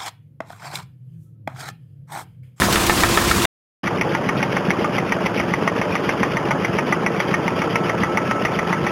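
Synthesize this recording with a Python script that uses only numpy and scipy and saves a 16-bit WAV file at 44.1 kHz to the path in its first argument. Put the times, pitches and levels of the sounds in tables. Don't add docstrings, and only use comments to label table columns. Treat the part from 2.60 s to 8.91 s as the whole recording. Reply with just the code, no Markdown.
import sys
import numpy as np
from scipy import signal
from scipy.io import wavfile
from scipy.ndimage import uniform_filter1d

SR = 44100
rng = np.random.default_rng(int(sys.argv[2]) if len(sys.argv) > 2 else 0)


def generate_wav(signal):
    frames = np.transpose(np.atleast_2d(signal))
    scaled = np.clip(frames, -1, 1) * 32767
    pcm = np.round(scaled).astype(np.int16)
    wavfile.write(sys.argv[1], SR, pcm)


N = 278271
TIME = np.arange(N) / SR
CYCLE_S = .138706
FEED_START_S, STACKER_START_S = .019, 1.2732
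GAP_START_S, GAP_END_S = .8555, 1.2335


def amp(db):
    return 10 ** (np.asarray(db) / 20)


def unit_rms(x):
    return x / np.sqrt(np.mean(x ** 2) + 1e-20)


def chance(size=None):
    return rng.uniform(-1, 1, size)


def drift(rate_hz):
    knots = np.arange(0, N / SR + 1, 1 / rate_hz)
    return unit_rms(np.interp(TIME, knots, rng.uniform(-1.034, 1, 8192)[:len(knots)]))


def add(mix, s, sound):
    start = round(s * SR)
    sound = sound[max(-start, 0):]
    part = mix[max(start, 0):][:len(sound)]
    part += sound[:len(part)]


def cycle_times(first_s):
    return np.arange(first_s, N / SR, CYCLE_S)


def blow_levels(times, vary_db, accents):
    db = np.asarray(vary_db) * chance(size=(len(times), len(vary_db)))
    for s, *accent_db in accents:
        db[np.argmin(abs(times - s))] = accent_db
    return db


def patchy_noise(spectrum, patchy_db):
    hz, _, bins = signal.stft(rng.standard_normal(N), SR, nperseg=2048)
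    points_hz, db = np.transpose(spectrum)
    gain = amp(np.interp(np.log(hz + 1), np.log(points_hz), db))
    steady = signal.istft(bins * gain[:, None], SR)[1][:N] * np.sqrt(SR / 2)
    bins = signal.stft(steady, nperseg=512, noverlap=384)[2]
    patches = uniform_filter1d(rng.standard_normal(bins.shape), size=3, axis=0)
    patches = unit_rms(uniform_filter1d(patches, size=6, axis=1))
    return signal.istft(bins * amp(patchy_db * np.clip(patches, -2, 2)), nperseg=512, noverlap=384)[1][:N]


def hum(tones, waver_db, wobble_rad):
    out = np.zeros(N)
    for hz, db in tones:
        envelope = np.sqrt(2) * amp(db + waver_db * drift(12))
        out += envelope * np.sin(2 * np.pi * hz * TIME + wobble_rad * drift(8))
    return out


def ring(hz, t60, t):
    return np.sin(2 * np.pi * hz * t) * amp(-60 * t / t60)


def tick(hz=2200, decay_s=0.00023):
    t = np.arange(SR // 200) / SR
    pulse = rng.standard_normal(len(t)) * np.exp(-t / decay_s)
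    burst = signal.lfilter(*signal.butter(1, [hz / 2, hz * 2], "band", fs=SR), pulse)
    return burst / abs(burst).max()


def clacks(first_s, accents, modes, crack_db, body_db, tick_db, vary_db, bounce_db, bounce_vary_db,
           bounce_s, chatter, chatter_s, detune, spread_s=0.00052):
    out, t = np.zeros(N), np.arange(SR // 12) / SR
    attack = round(.015 * SR)
    hz, db, t60 = np.transpose(modes)[:, :, None]
    is_body = hz[:, 0] < 1600
    times = cycle_times(first_s)
    for s, (crack, body) in zip(times, blow_levels(times, [vary_db, vary_db], accents)):
        force = chatter * rng.standard_normal(len(t)) * np.exp(-t / chatter_s)
        force[0] += 1
        gaps_s = bounce_s * np.array([1, .85]) * (1 + 0.12 * chance(size=2))
        rebounds = amp(bounce_db + bounce_vary_db * chance()) * np.array([1, .6])
        force[(np.cumsum(gaps_s) * SR).astype(int)] += rebounds
        strength, pitch, path = chance(size=(3, len(modes), 1))
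        since_onset = np.maximum(t - spread_s * abs(path), 0)
        rings = amp(db + 2 * strength) * ring(hz * (1 + detune * pitch), t60, since_onset)
        for group, level_db in ((is_body, body + body_db), (~is_body, crack + crack_db)):
            response = signal.fftconvolve(force, rings[group].sum(0))[:len(t)]
            attack_rms = np.sqrt(np.mean(response[:attack] ** 2))
            add(out, s, amp(level_db) * response / attack_rms)
        add(out, s, amp(tick_db + crack) * tick())
    return out


def knock(hz, t60, rise_s=0.00089):
    t = np.arange(SR // 10) / SR
    vibration = ring(hz, t60, t) * (1 - np.exp(-t / rise_s))
    return signal.lfilter(*signal.butter(1, hz / 4, "high", fs=SR), vibration)


def levers(first_s, knocks, vary_db, loose_s):
    out = np.zeros(N)
    for start in cycle_times(first_s - CYCLE_S):
        scatter = rng.uniform(-1.11, 1, (len(knocks), 3))
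        for (delay, hz, db, t60), (force, play, pitch) in zip(knocks, scatter):
            blow = amp(db + vary_db * force) * knock(hz * (1 + .05 * pitch), t60)
            add(out, start + delay + loose_s * play, blow)
    return out


def paper(first_s, spectrum, swishes, grain_db, vary_db, patchy_db):
    power = 0
    for delay, db, rise_s, fade_db_per_s in swishes:
        since = (TIME - first_s - delay) % CYCLE_S
        fade = amp(-fade_db_per_s * since)
        rise = np.exp((since - CYCLE_S) / rise_s)
        power += (amp(db) * np.maximum(fade, rise)) ** 2
    friction = patchy_noise(spectrum, patchy_db)
    rustle = amp(grain_db * drift(600) + vary_db * drift(14))
    return friction * np.sqrt(power) * rustle


def web_snaps(low_hz, decay_s):
    # (time [s], level [dB])
    snaps = [(0.126, -18), (.2655, -15.5)]
    out, t = np.zeros(N), np.arange(SR // 20) / SR
    for s, db in snaps:
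        hiss = signal.lfilter(*signal.butter(2, low_hz, "high", fs=SR), rng.standard_normal(len(t)))
        add(out, s, amp(db) * hiss * np.exp(-t / decay_s))
    return out


def hall(direct, wet_db, t60):
    t = np.arange(SR // 2) / SR
    reflections = rng.standard_normal(len(t)) * (rng.random(len(t)) < .05)
    response = reflections * (t > .004) * amp(-60 * t / t60)
    return direct + amp(wet_db) * signal.fftconvolve(direct, response / np.linalg.norm(response))[:N]


def feed():
    # (frequency [Hz], spectral level [dB])
    rumble_spectrum = [(20, -72.5), (38, -60.5), (56, -53), (80, -47), (180, -48), (280, -52), (450, -54),
                       (700, -57), (1030, -54.5), (1500, -57.5), (3000, -62.5), (8000, -66.5),
                       (16000, -74.5)]
    # (frequency [Hz], rms level [dB])
    hum_tones = [(58, -35.5), (194, -35), (345, -29), (721, -38.5), (974, -39.5), (1044, -36.5)]
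    # (frequency [Hz], relative level [dB], t60 [s])
    modes = [(760, -6, 0.015), (882, 4, 0.023), (1153, -10, .03), (1300, 15.5, 0.031), (1540, 2, 0.036),
             (1770, -3.5, .02), (1810, 3, 0.021), (2193, 3, 0.012), (2720, -5.5, 0.011),
             (3630, -1.5, 0.012)]
    # (time [s], crack gain [dB], body gain [dB])
    accents = [(.435, 1, 3), (.712, -3, .5)]
    # (delay after clack [s], frequency [Hz], level [dB], t60 [s])
    knocks = [(0.022, 194, -20.5, 0.024), (0.046, 191.6, -24.5, 0.094), (.066, 634, -11, 0.011),
              (0.069, 1167, -19.5, 0.043), (0.089, 198, -21, 0.036), (0.096, 341, -23.5, 0.067),
              (.111, 186, -14, 0.032), (.126, 304, -17, 0.015)]
    # (frequency [Hz], spectral level [dB])
    paper_spectrum = [(300, -82.5), (1500, -61.5), (3300, -59.5), (7000, -66.5), (16000, -80)]
    # (delay after clack [s], gain [dB], rise [s], fade [dB/s])
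    swishes = [(.079, -3, 0.0036, 268), (0.107, 1.5, .001, 300.5)]
    hits = clacks(FEED_START_S, accents, modes, crack_db=-17.0, body_db=-19.0, tick_db=-10.5,
                  vary_db=1.9, bounce_db=-7, bounce_vary_db=2.5, bounce_s=0.00225,
                  chatter=0.061, chatter_s=0.012, detune=0.013)
    hits += levers(FEED_START_S, knocks, vary_db=9.0, loose_s=0.00074)
    running = patchy_noise(rumble_spectrum, patchy_db=1.5) * amp(1.1 * drift(120))
    running += hum(hum_tones, waver_db=0.5, wobble_rad=0.21)
    sliding = paper(FEED_START_S, paper_spectrum, swishes, grain_db=2.4, vary_db=-1.8, patchy_db=2.5)
    return hall(hits, wet_db=-16.0, t60=0.23) + running + sliding + web_snaps(low_hz=4000, decay_s=0.0042)


def slack(lag_s):
    return np.cos(np.pi * (TIME - STACKER_START_S - lag_s) / CYCLE_S) ** 6


def drive_rumble(level_db, load_db, lag_s, bass_db, bass_load_db, bass_lag_s, rough_db, bass_hz=130):
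    # (frequency [Hz], spectral level [dB])
    spectrum = [(20, -78), (55, -102), (80, -66), (115, -51), (180, -50.5), (260, -53), (500, -54),
                (750, -56.5), (1100, -58), (1600, -62.5), (2200, -70), (3150, -69.5), (3700, -79)]
    rumble = patchy_noise(spectrum, patchy_db=2.5)
    bass = signal.sosfiltfilt(signal.butter(3, bass_hz, fs=SR, output="sos"), rumble)
    body = (rumble - bass) * amp(level_db - load_db * slack(lag_s) + rough_db * drift(200))
    return body + bass * amp(bass_db - bass_load_db * slack(bass_lag_s))


def throbs(level_db, vary_db, rise_s, detune, lead_s=0.02423):
    # (frequency [Hz], relative level [dB], t60 [s])
    modes = [(189.7, 0, 0.058), (142, -12.5, 0.071)]
    # (time [s], gain [dB])
    accents = [(2.082, 4.5), (3.608, 6.5), (5.273, -10), (5.411, 4)]
    out, times = np.zeros(N), cycle_times(STACKER_START_S - lead_s)
    for s, (force_db,) in zip(times, blow_levels(times, [vary_db], accents)):
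        for hz, db, t60 in modes:
            add(out, s, amp(level_db + force_db + db) * knock(hz * (1 + detune * chance()), t60, rise_s))
    return out


def thumps(hz, t60):
    # (time [s], level [dB])
    blows = [(2.187, -5.5), (3.025, -4.5), (3.848, -9), (4.69, -7.5), (4.918, -8)]
    out = np.zeros(N)
    for s, db in blows:
        add(out, s, amp(db) * knock(hz, t60))
    return out


def whine(flutter_db, jitter_rad):
    # (frequency [Hz], relative level [dB])
    partials = [(1314.5, 10), (2191, -3), (2466, -12)]
    # (time [s], level [dB])
    swell = [(0, -56), (4.5, -39), (4.8, -41), (5.0, -34.5), (5.5, -32.5), (5.75, -30.5), (5.9, -34),
             (6.3, -33.5)]
    tone = sum(amp(db) * np.sin(2 * np.pi * hz * TIME + jitter_rad * drift(70)) for hz, db in partials)
    return unit_rms(tone) * amp(np.interp(TIME, *np.transpose(swell)) + flutter_db * drift(60))


def stacker():
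    # (frequency [Hz], rms level [dB])
    hum_tones = [(173, -41), (346, -35.5), (463, -39), (591, -43), (843, -44)]
    # (frequency [Hz], relative level [dB], t60 [s])
    modes = [(890, 4, 0.055), (900, 2.5, 0.054), (1106, 5.5, 0.037), (1220, 5, 0.055), (1340, 4, 0.011),
             (1450, 3.5, 0.025), (1870, -13, 0.0087), (1927, 8, 0.02), (1902, -5, 0.066), (2123, 13, 0.011),
             (2450, -7, 0.018), (3030, -23, .008)]
    # (time [s], crack gain [dB], body gain [dB])
    accents = [(2.105, 2.5, -4), (2.244, -7, 4), (2.521, 2.5, -0.5), (3.077, 1.5, 5), (3.631, 1, 5),
               (3.909, -1, 4), (4.048, 1, -16), (4.325, 2, 3.5), (4.741, 1.5, -3), (5.018, -3, 2),
               (5.157, 2.5, -7), (5.573, 1, 2.5)]
    # (delay after clack [s], frequency [Hz], level [dB], t60 [s])
    knocks = [(0.0219, 339, -19, .02), (0.0268, 191, -27.5, 0.017), (0.0353, 311, -18.5, 0.019),
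              (.0405, 575, -11.5, 0.02), (0.0461, 333, -11.5, 0.019), (0.0516, 167, -16, 0.026),
              (0.0586, 360, -18.5, 0.013), (0.0804, 243, -11.5, 0.017), (.0875, 367, -10.5, .02),
              (0.1005, 218, -14.5, 0.0084), (0.102, 469, -9, 0.019), (0.1273, 313, -19.5, 0.033)]
    # (frequency [Hz], spectral level [dB])
    paper_spectrum = [(300, -64), (900, -67.5), (1800, -61), (2500, -61.5), (3100, -63.5), (3700, -69)]
    # (delay after clack [s], gain [dB], rise [s], fade [dB/s])
    swishes = [(0, -1, 0.018, 242), (.087, -2, 0.011, 150), (0.107, -4.5, .008, 200)]
    hits = clacks(STACKER_START_S, accents, modes, crack_db=-18.5, body_db=-22.5, tick_db=-15,
                  vary_db=2.0, bounce_db=-4.5, bounce_vary_db=5.5, bounce_s=.0035,
                  chatter=0.039, chatter_s=0.01, detune=0.014)
    hits += levers(STACKER_START_S, knocks, vary_db=3.5, loose_s=.0003)
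    hits += throbs(level_db=-6.5, vary_db=1.5, rise_s=0.0059, detune=0.054) + thumps(hz=326, t60=0.018)
    running = drive_rumble(level_db=-.3, load_db=3, lag_s=0.0018,
                           bass_db=2.0, bass_load_db=3, bass_lag_s=.014, rough_db=1.3)
    running += hum(hum_tones, waver_db=2.5, wobble_rad=0.9) + whine(flutter_db=3.0, jitter_rad=0.46)
    sliding = paper(STACKER_START_S, paper_spectrum, swishes, grain_db=2.1, vary_db=1.65, patchy_db=3.5)
    return hall(hits, wet_db=-14, t60=0.071) + running + sliding


def scene():
    feed_gate = uniform_filter1d((TIME < GAP_START_S) * 1., size=128)
    stacker_gate = uniform_filter1d((TIME > GAP_END_S) * 1., size=128)
    return (feed() * feed_gate + stacker() * stacker_gate)[None]


def record(dry, low_cut_hz=66, slow_rate_hz=8000, edge_hz=16000):
    clipped = np.clip(dry[0], -.96, .96)
    thin = signal.sosfilt(signal.butter(3, low_cut_hz, "high", fs=SR, output="sos"), clipped)
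    anti_alias = signal.firwin(8001, 3900, window=("kaiser", 6), fs=80 * SR)
    slow = signal.resample_poly(thin, slow_rate_hz, SR, window=anti_alias)
    narrow = np.interp(TIME, np.arange(len(slow)) / slow_rate_hz, slow)
    sound = np.where(TIME < (GAP_START_S + GAP_END_S) / 2, clipped, narrow)
    band_limit = signal.firwin(511, edge_hz, window=("kaiser", 9), fs=SR)
    return signal.oaconvolve(sound, band_limit, "same")[None]


dry = scene()
out = record(dry)
generate_wav(out)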